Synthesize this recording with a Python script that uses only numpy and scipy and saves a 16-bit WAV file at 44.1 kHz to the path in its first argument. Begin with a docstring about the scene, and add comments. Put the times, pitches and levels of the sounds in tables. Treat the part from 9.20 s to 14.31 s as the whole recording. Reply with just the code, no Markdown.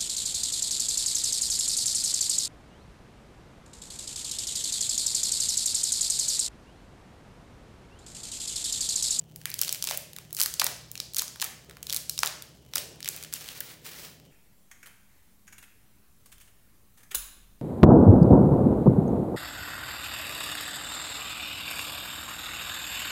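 """In a small shop, close to the microphone, fingers pick at the thin plastic film around a new phone and peel it.
From the start there are air noise, a ventilation hum and a far engine drone, rising in pitch until 3.8 s.
From 0.2 to 3.6 s come flurries: film sizzling as it lets go, sharp snaps, hollow pops and a rubbing sleeve,
all made of shaped noise and pulses; film, snaps and pops also ring off the hard walls.
Then the snaps get sparser and mostly weaker, until after 4.9 s little but nail ticks and background remains."""
import sys
import numpy as np
from scipy import signal
from scipy.fft import rfft, irfft
from scipy.io import wavfile
from scipy.ndimage import uniform_filter1d

SR = 44100
rng = np.random.default_rng(int(sys.argv[2]) if len(sys.argv) > 2 else 0)


def master(y):
    """Save y as 16-bit WAV."""
    cut = np.clip(np.atleast_2d(y).T, -1, 1)
    pcm = np.round(cut * 32767)  # scale
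    wavfile.write(sys.argv[1], SR, pcm.astype(np.int16))


N = 225457
EDGE_HZ = 16150  # upper limit of the recorder


def gain_of(db):
    """Decibels to an amplitude factor."""
    return 10 ** (np.asarray(db) / 20)


def evened(x):
    """Scales to rms 1."""
    return x / np.sqrt(np.mean(x ** 2) + 1e-20)


def with_energy(sound, db):
    """Scales a short sound to this energy below the recorder's upper limit."""
    audible = np.fft.rfftfreq(len(sound), 1 / SR) < EDGE_HZ
    return sound * gain_of(db) / np.sqrt(np.mean(abs(rfft(sound)) ** 2 * audible))


def read(points, hz):
    """Reads a spectrum table on a log-frequency axis."""
    f, value = np.transpose(points)
    return np.interp(np.log(hz + 1), np.log(f + 1), value)


def follow(rows):
    """The columns of a curve over time, at every sample."""
    s, *columns = np.transpose(rows)
    return [np.interp(np.arange(N) / SR, s, c) for c in columns]


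def add(mix, s, sound):
    """Lays a sound into the mix at time s."""
    part = mix[max(round(s * SR), 0):][:len(sound)]
    part += sound[:len(part)]


def drift(hz):
    """Slow random wandering of rms 1, mostly below this frequency."""
    spectrum = rfft(rng.standard_normal(N))
    lowpass = np.exp(-(np.fft.rfftfreq(N, 1 / SR) / hz) ** 2)
    return evened(irfft(spectrum * lowpass, N))


def causal(gain):
    """Minimum-phase impulse response with this gain: it starts at once and rings out."""
    log_gain = np.log(np.maximum(gain, 1e-5))
    circle = np.r_[log_gain, log_gain[-2:0:-1]]
    return np.fft.ifft(np.exp(np.conj(signal.hilbert(circle)))).real


# Still air in the shop. Each row: frequency in Hz, relative level in dB per Hz.
AIR_COLOUR = [(20, -28), (40, -8), (65, -2.5), (85, -6.5), (120, -2.5), (165, 0), (220, -6), (400, -9),
              (800, -16), (1600, -37), (2300, -48), (3000, -17), (4000, -48), (6000, -29), (15000, -41)]
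AIR_DB = -58  # rms


def still_air():
    """Steady noise of the room's air, shaped in frequency."""
    gain = gain_of(read(AIR_COLOUR, np.fft.rfftfreq(N, 1 / SR)))
    return gain_of(AIR_DB) * evened(irfft(rfft(rng.standard_normal(N)) * gain, N))


def tone(hz, db, waver=0.0049, throb=0.34):
    """A sine that wavers in pitch and strength by these random shares."""
    turns = np.cumsum(hz * (1 + waver * drift(4.9))) / SR + rng.random()
    steady = gain_of(db) * np.sqrt(2) * np.sin(2 * np.pi * turns)
    return steady * (1 + throb * drift(1.5))


# Tones of the ventilation. Each row: frequency in Hz, rms level in dB before swell and throb.
FAN_TONES = [(39, -94), (77, -71.5), (98, -83), (118, -66.5), (154.5, -62)]
# The hum swells and sinks. Each row: time in seconds, change of level in dB.
FAN_SWELL = [(0, 4.5), (.5, 0.5), (1.7, 3), (2.2, -7), (2.8, -1.5), (4.2, 1), (5.1, -1.5)]


def ventilation():
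    """Wavering fan tones that swell and sink together."""
    swell_db, = follow(FAN_SWELL)
    return sum(tone(hz, db + swell_db) for hz, db in FAN_TONES)


# Engine outside. Each row: time in seconds, cycle rate in Hz,
# level of the first order in dB, level of the second order in dB (both rms, before throb).
FAR_ENGINE = [(0, 56, -76, -69), (1, 57, -74, -68), (1.3, 58, -70, -60), (1.85, 60, -70, -58),
              (2.15, 61, -66, -65), (3, 64, -65, -67), (3.5, 65.5, -66, -65), (3.8, 66, -76, -72),
              (5.11, 66, -78, -76)]


def far_engine():
    """The drone of an engine's two lowest orders, at its cycle rate and twice that."""
    cycle_hz, first_db, second_db = follow(FAR_ENGINE)
    return tone(cycle_hz, first_db) + tone(2 * cycle_hz, second_db)


# How long the shop rings. Each row: frequency in Hz, time to fall by 60 dB in seconds.
SHOP_T60 = [(300, 1), (700, 0.42), (1500, 0.6), (3000, 0.61), (5500, 0.64), (9000, 0.46), (15000, 0.32)]
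# What the walls return to the microphone. Each row: frequency in Hz, gain in dB.
WALL_COLOUR = [(200, -23), (450, 2), (610, 8), (720, -0.5), (1200, -8.5), (2200, -7), (4500, -10),
               (8000, -8.5), (15000, -9)]


def tail(first_s=0.001, build_s=0.011, early=1.0, early_s=0.011, spread_db=2):
    """Reflections build up within milliseconds; each band then dies at its own speed."""
    age = np.maximum(np.arange(SR) / SR - first_s, 0)
    taps = rng.choice([-1, 1], SR) * (rng.random(SR) < .2)
    taps = taps * gain_of(spread_db * rng.standard_normal(SR))
    taps *= (1 - np.exp(-age / build_s)) * (1 + early * np.exp(-age / early_s))
    hz, t, z = signal.stft(taps, SR, nperseg=256)
    fade = gain_of(-60 * t / read(SHOP_T60, hz)[:, None])
    ringing = signal.istft(z * fade, SR)[1]
    walls = gain_of(read(WALL_COLOUR, np.fft.rfftfreq(len(ringing), 1 / SR)))
    return irfft(rfft(ringing / np.linalg.norm(ringing)) * walls)[:SR * 3 // 4]


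def room(x, shift_hz=11, count=3):
    """The echo blends several random tails in steady rotation, so no single tail's colouring stands out."""
    angle = 2 * np.pi * shift_hz * np.arange(N) / SR
    shares = [np.sqrt(2 / count) * np.cos(angle + np.pi * k / count) for k in range(count)]
    return sum(signal.fftconvolve(x * share, tail())[:N] for share in shares)


def rub(strength, colour, slips_per_s, spread_db, flicker_db, flicker_hz, size=1024):
    """Many tiny releases a second, of flickering level, coloured by the surface that slides."""
    slips = gain_of(spread_db * np.minimum(rng.exponential(1, N), 4)) * rng.choice([-1, 1], N)
    slips *= rng.random(N) < slips_per_s / SR
    surface = causal(gain_of(read(colour, np.fft.rfftfreq(size, 1 / SR))))
    rubbing = evened(signal.oaconvolve(slips, surface)[:N])
    return strength * gain_of(flicker_db * drift(flicker_hz)) * rubbing


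# The film under fingers and nails. Each row: frequency in Hz, relative level in dB per Hz.
FILM_COLOUR = [(250, -10.5), (500, -9), (1000, -2), (2100, 1), (4400, 2), (6500, -1), (12000, -3),
               (15500, 1.5)]
NAILS_DB = -67.5  # before flicker


def nails():
    """Nails ticking faintly on the film: sparse tiny releases throughout."""
    return rub(gain_of(NAILS_DB), FILM_COLOUR, slips_per_s=45, spread_db=1.8, flicker_db=2, flicker_hz=20)


# every move of the hand sets in quickly and eases off
ATTACK_DB_PER_S, RELEASE_DB_PER_S = 904, 293


def strokes(moves):
    """Strength of the hand's moves (start s, hold s, dB) at every sample: attack, hold, release."""
    t = np.arange(N) / SR
    levels = []
    for start, hold, db in moves:
        rise = ATTACK_DB_PER_S * np.maximum(start - t, 0)
        fall = RELEASE_DB_PER_S * np.maximum(t - start - hold, 0)
        levels.append(db - rise - fall)
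    return gain_of(np.max(levels, axis=0))


# Pulls of the hand, shared by sleeve, film and creases. Each row: start in seconds, hold in seconds,
# level of the film coming unstuck in dB, typical energy of its small creases in dB, level of the sleeve in dB.
HAND_PULLS = [(0.389, 0.17, -52.5, -19, -63), (0.672, 0.075, -44.5, -16.5, -61),
              (1.18, 0.087, -55, -16, -62), (1.397, .12, -61, -24, -55), (1.98, 0.042, -50, -19, -63),
              (2.219, 0.029, -43.5, -12.5, -65), (2.698, 0.081, -49.5, -25, -63),
              (3.038, 0.032, -57, -23, -55.5), (3.564, 0.011, -35.5, -26, -53), (3.869, .16, -51, -26, -61),
              (4.137, .04, -48.5, -19.5, -77), (4.212, .1, -49, -23, -68), (4.329, 0.19, -49.5, -32, -65),
              (4.656, 0.028, -43, -33, -61), (4.718, 0.14, -47, -34, -62), (4.837, 0.023, -42.5, -35, -70)]
# The hand shifts its grip, only the sleeve brushes. 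Each row: start in seconds, hold in seconds, level in dB.
GRIP_SHIFTS = [(2.49, 0.037, -60), (3.136, .06, -62), (3.577, 0.2, -57)]
# Cloth of the sleeve. Each row: frequency in Hz, relative level in dB per Hz.
CLOTH_COLOUR = [(100, -22), (280, 7.5), (430, 10), (620, 2), (850, -5), (2000, -19), (8000, -63)]


def sleeve():
    """Cloth sliding with every pull and grip shift: dull, dense friction."""
    arm = strokes([(start, hold, sleeve_db) for start, hold, _, _, sleeve_db in HAND_PULLS] + GRIP_SHIFTS)
    return rub(arm, CLOTH_COLOUR, slips_per_s=1500, spread_db=2, flicker_db=1.2, flicker_hz=40)


REST_DB = -69.5  # the film rubbing faintly under the resting fingers, before flicker


def film_strength():
    """Strength of the film's friction: faint at rest, strong in each pull."""
    return gain_of(REST_DB) + strokes([(start, hold, film_db) for start, hold, film_db, _, _ in HAND_PULLS])


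def adhesive_ticks(peel, ticks_db=-5):
    """A coarser crackle, hundreds of uneven ticks a second, as patches of adhesive let go."""
    ticks = rub(peel, FILM_COLOUR, slips_per_s=300, spread_db=2.8, flicker_db=2, flicker_hz=20)
    return gain_of(ticks_db) * ticks


def loose_sheet(x, ring_hz=2900, width_hz=700, ring=0.43, bend=0.31, bend_hz=9):
    """The lifted sheet adds a broad resonance that wanders as it bends."""
    turn = np.exp(2j * np.pi * np.cumsum(ring_hz * np.exp(bend * drift(bend_hz))) / SR)
    r = np.exp(-np.pi * width_hz / SR)
    # shift the resonance down to zero, smooth, and shift it back up
    resonance = turn * signal.lfilter([1 - r], [1, -r], x / turn)
    return x + ring * 2 * resonance.real


def sizzle(peel):
    """The film coming unstuck in thousands of tiny releases a second, through the lifted sheet."""
    releases = rub(peel, FILM_COLOUR, slips_per_s=4000, spread_db=-0.5, flicker_db=2.8, flicker_hz=45)
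    return loose_sheet(releases)


# The whole sheet flips over with a hollow pop. Each row: start in seconds, energy in dB at the microphone,
# centre in Hz, share sent into the room in dB relative to that energy.
SHEET_POPS = [(.2563, -15, 1800, 6), (.6403, -23.5, 1080, -1), (.6753, -18, 1200, -6), (.711, -10, 740, -4),
              (1.2066, -14, 1400, 4), (1.2609, -12.5, 1640, -0.5), (1.4187, -1, 1115, -3),
              (1.4662, -15, 920, 1), (2.0209, -15.5, 1210, 0.5), (2.226, -13, 1040, 0.5),
              (3.033, 2, 1235, -2.5), (3.5367, -22.5, 1210, -11), (3.5593, -11.5, 1390, -5),
              (3.5692, -20.5, 660, 0)]


def pops(sharpness=1.38, lowest_hz=620, size=1024):
    """The sheet flips against the air, a low pulse of two or three cycles: (at the microphone, all round)."""
    hz = np.fft.rfftfreq(size, 1 / SR) + 20
    near, around = np.zeros(N), np.zeros(N)
    for s, db, centre_hz, room_db in SHEET_POPS:
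        band = 1 / (1 + (sharpness * (hz / centre_hz - centre_hz / hz)) ** 2)
        pop = with_energy(causal(band / np.hypot(1, (lowest_hz / hz) ** 4)), db)
        add(near, s, pop)
        add(around, s, pop * gain_of(room_db))
    return near, around


# small creases give way during a pull and while it is being taken up; the spreads are random
CREASE_LEAD_S, CREASE_SPREAD_DB = .012, 2
CREASE_EDGE_HZ, CREASE_OCTAVES, CREASE_TILT_DB = 2070, 0.66, -2.5  # typical lower edge, its spread, dB/octave


def creases(count=8):
    """A few small random snaps around each pull, as rows like those of the clear snaps."""
    rows = []
    for start, hold, _, crease_db, _ in HAND_PULLS:
        for when, (strength, width) in zip(rng.random(count), rng.standard_normal((count, 2))):
            s = start - CREASE_LEAD_S + when * (hold + CREASE_LEAD_S)
            db = crease_db + CREASE_SPREAD_DB * strength
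            edge_hz = CREASE_EDGE_HZ * 2 ** (CREASE_OCTAVES * width)
            rows.append((s, db, edge_hz, CREASE_TILT_DB))
    return rows


def buckle(slip_s=0.00022, flutter_s=0.0016, flutter=0.39, echo=0.51, echo_s=0.000677, size=1024, order=33):
    """Spectrum of one buckling: a rush of tiny slips, a brief flutter, and a short echo off the table top."""
    t, hz = np.arange(size) / SR, np.fft.rfftfreq(size, 1 / SR)
    rush = (t / slip_s) ** 2 * np.exp(2 - 2 * t / slip_s) + flutter * np.exp(-t / flutter_s)
    z = rfft(rush * rng.laplace(size=size))
    z *= 1 + echo * np.exp(-2j * np.pi * hz * echo_s * rng.uniform(0.58, 1.27))
    return z / np.sqrt(uniform_filter1d(abs(z) ** 2, order))  # even over broad bands, ragged in detail


# The clear snaps of the film, close by. Each row: time in seconds, energy in dB, lower edge in Hz,
# tilt above that edge in dB per octave.
CLEAR_SNAPS = [(0.1604, -15.5, 1100.0, 4.5), (0.2152, -23.5, 1310, -1.5), (0.256, -3, 1810, -0.5),
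               (0.2957, -19, 1870, -3), (0.3021, -11.5, 3600, 9), (0.3159, -15, 4320, -17),
               (0.3412, -5.0, 3050.0, 1), (0.3875, -16, 2100, 3), (0.3911, -4.5, 3470, -1.5),
               (0.4148, 5, 3230.0, 3.5), (0.4233, -8, 1800, 0), (0.4331, -4.5, 3300, -5),
               (0.448, -10, 2450, -2), (0.4752, -16, 1090, 0.5), (0.4801, -7.5, 3040, -3),
               (0.4922, -2.5, 3830, -8.5), (0.5266, 0, 2680, 2), (0.5468, -9.5, 2000, -1),
               (0.6248, -2, 3680, -5), (0.641, -3, 2800, 1.5), (0.6495, -11, 3600, -3),
               (0.6725, -3.5, 3540, -5), (0.6882, -7.5, 2900, -9), (0.6968, -8.5, 4500, -3),
               (0.7038, -10.5, 2300.0, 2), (0.7107, -4.5, 2200, -3.5), (0.774, -3, 7850, 1),
               (0.9328, -19.5, 1850, 1), (0.9642, -14, 1090, 0.5), (0.9857, -15.0, 1050, -1),
               (1.1073, -27, 1900, -1), (1.129, -8, 4340, 6), (1.1482, -9.5, 5380.0, 0),
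               (1.1673, -8, 4760, 0), (1.1802, -14, 7200, -1), (1.188, -9.5, 4800, 3),
               (1.1936, -15, 3700, 4), (1.1998, 0.5, 3680, -2), (1.2054, 1.5, 3900, -0.5),
               (1.2148, 5.5, 2480, 1.5), (1.2245, -2.5, 4050.0, 2), (1.2292, -2, 1800, 5),
               (1.2351, 1, 3200, 3.5), (1.2601, -1, 2880.0, 1.0), (1.3398, -7, 4340, -5),
               (1.3962, -2.5, 4870, -19), (1.3979, 5.0, 3470, -4.5), (1.4018, -2.5, 4290.0, -11),
               (1.4158, 0, 1790, -3), (1.4184, -5, 2360, -11), (1.4432, 2.5, 7240, 1),
               (1.4659, 0.5, 3200, -2.5), (1.4693, -7, 1400, -4), (1.7154, -12, 1940.0, 6),
               (1.7544, -13, 2550, -8.5), (1.7768, -13, 4200, -10), (1.8016, -3.5, 4030, -9.5),
               (1.9355, -17.5, 2500, 2), (1.946, -8, 4230, -1), (1.9617, -12, 4800, 4),
               (1.9666, -1.5, 3640, -1.5), (1.9831, -3, 2600, 3.5), (1.9856, -1.0, 4670, -4),
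               (1.9911, -2.5, 4600, -9), (1.9945, 0.5, 3440, -3.0), (2.0198, -5.0, 3230.0, 4.5),
               (2.0803, -13.5, 4970, -10), (2.1592, -21, 1070, -14), (2.1994, -12, 3300, -12),
               (2.2167, -3, 3420.0, -4), (2.2247, -3.5, 1800, -3.5), (2.2427, -4.5, 4050.0, 5),
               (2.2491, -12, 1080, 0.5), (2.4967, -22.5, 1070, -4), (2.5103, -23, 1080, -5.5),
               (2.5694, -22, 1080, -8), (2.6289, -11, 2300.0, 1), (2.6686, -11.5, 3620.0, -4.0),
               (2.6974, -5.5, 3930, -9), (2.7044, -8, 2920, -5), (2.7266, -1.5, 3020, -1),
               (2.7335, -6.5, 1080, 1), (2.7453, -3.0, 2340, 3), (2.7635, -1, 4500, -1),
               (2.7701, -5.5, 4330, 0.5), (2.8958, -0.5, 3770, -1), (2.978, -8, 3050.0, -4.5),
               (2.9903, 0, 5080.0, -9.5), (3.0036, -14, 2900, 4), (3.0327, 2.5, 2680, -5),
               (3.0491, -10, 1300, -2), (3.0602, -2.5, 4340, -1.0), (3.0681, -7.5, 3500, -10),
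               (3.0736, -4, 3040, -5.0), (3.2224, -14.5, 2740, 0.5), (3.5364, -11, 3230.0, -11),
               (3.5558, -0.5, 3000, 9), (3.5582, 0, 3620.0, -3), (3.5702, -9.5, 1300, -1),
               (3.5815, -3, 3230.0, -5), (3.8048, -18, 1800, -3), (3.8284, -12, 3830.0, -12),
               (3.8458, -11.5, 2480, -3.5), (3.8586, -10.5, 2300.0, -7), (3.8775, -7.5, 1600, -2),
               (3.888, -0.5, 4370, 1), (3.9637, -13.5, 4560, 2), (4.0271, -15.5, 1530, -0.5),
               (4.0368, -14.5, 3620.0, -5), (4.0478, -17.5, 1500, -3), (4.1267, -13.5, 1580, 0),
               (4.1378, -3, 4050.0, 0.5), (4.2086, -27, 2400, -4), (4.2256, -23, 1800, -2),
               (4.2882, -12, 2510, -7.5), (4.4052, -5.5, 1160.0, 11), (4.4085, -14, 1630, -6.5),
               (4.6572, -21, 1640.0, -0.5), (4.7422, -24, 1400, -8)]
# a buckling facet rings briefly in the treble: typical Hz, height in dB, chance spread in octaves
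RING_HZ, RING_DB, RING_SPREAD = 5320, 5.5, 0.42


def snaps(ring_octaves=0.19, body_db=-17, body_hz=850, ring_in_room=0.55, size=1024, count=64):
    """Each facet radiates above an edge set by its size and rings a few cycles: (at the microphone, all round)."""
    hz = np.fft.rfftfreq(size, 1 / SR) + 20
    near, around = np.zeros(N), np.zeros(N)
    # the sheet around the facet moves a little too
    body = gain_of(body_db) / np.hypot(1, (body_hz / hz) ** 2)
    for s, db, edge_hz, tilt in list(CLEAR_SNAPS) + creases():
        slope = gain_of(tilt * np.log2(np.maximum(hz / edge_hz, 1)))
        facet = slope / np.hypot(1, (edge_hz / hz) ** 4)
        colour = np.hypot(facet, body)
        ring_hz = RING_HZ * 2 ** (RING_SPREAD * rng.standard_normal())
        ring = RING_DB * np.exp(-(np.log2(hz / ring_hz) / ring_octaves) ** 2)
        # evening the spectrum spreads the onset a little ahead, so start `count` samples early
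        snap = np.roll(irfft(buckle() * rfft(causal(colour * gain_of(ring)))), count)
        add(near, s - count / SR, with_energy(snap, db))
        # summed over all directions, the peaks and notches of one direction even out
        add(around, s, with_energy(causal(colour * gain_of(ring_in_room * ring)), db))
    return near, around


def scene(sizzle_room_db=1):
    """The film close to the microphone, its echo in the shop, and the background."""
    background = still_air() + ventilation() + far_engine()
    peel = film_strength()
    sizzling = sizzle(peel)
    friction = nails() + sleeve() + adhesive_ticks(peel) + sizzling
    popping, popping_around = pops()
    crackle, crackle_around = snaps()
    echo = room(crackle_around + popping_around + sizzling * gain_of(sizzle_room_db))
    return (background + echo + friction + popping + crackle)[None]


def record(dry):
    """The recorder's upper band limit, a steep linear-phase low-pass."""
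    lowpass = signal.firwin(255, EDGE_HZ, window=("kaiser", 8), fs=SR)
    return signal.oaconvolve(dry, lowpass[None], "same")


dry = scene()
out = record(dry)
master(out)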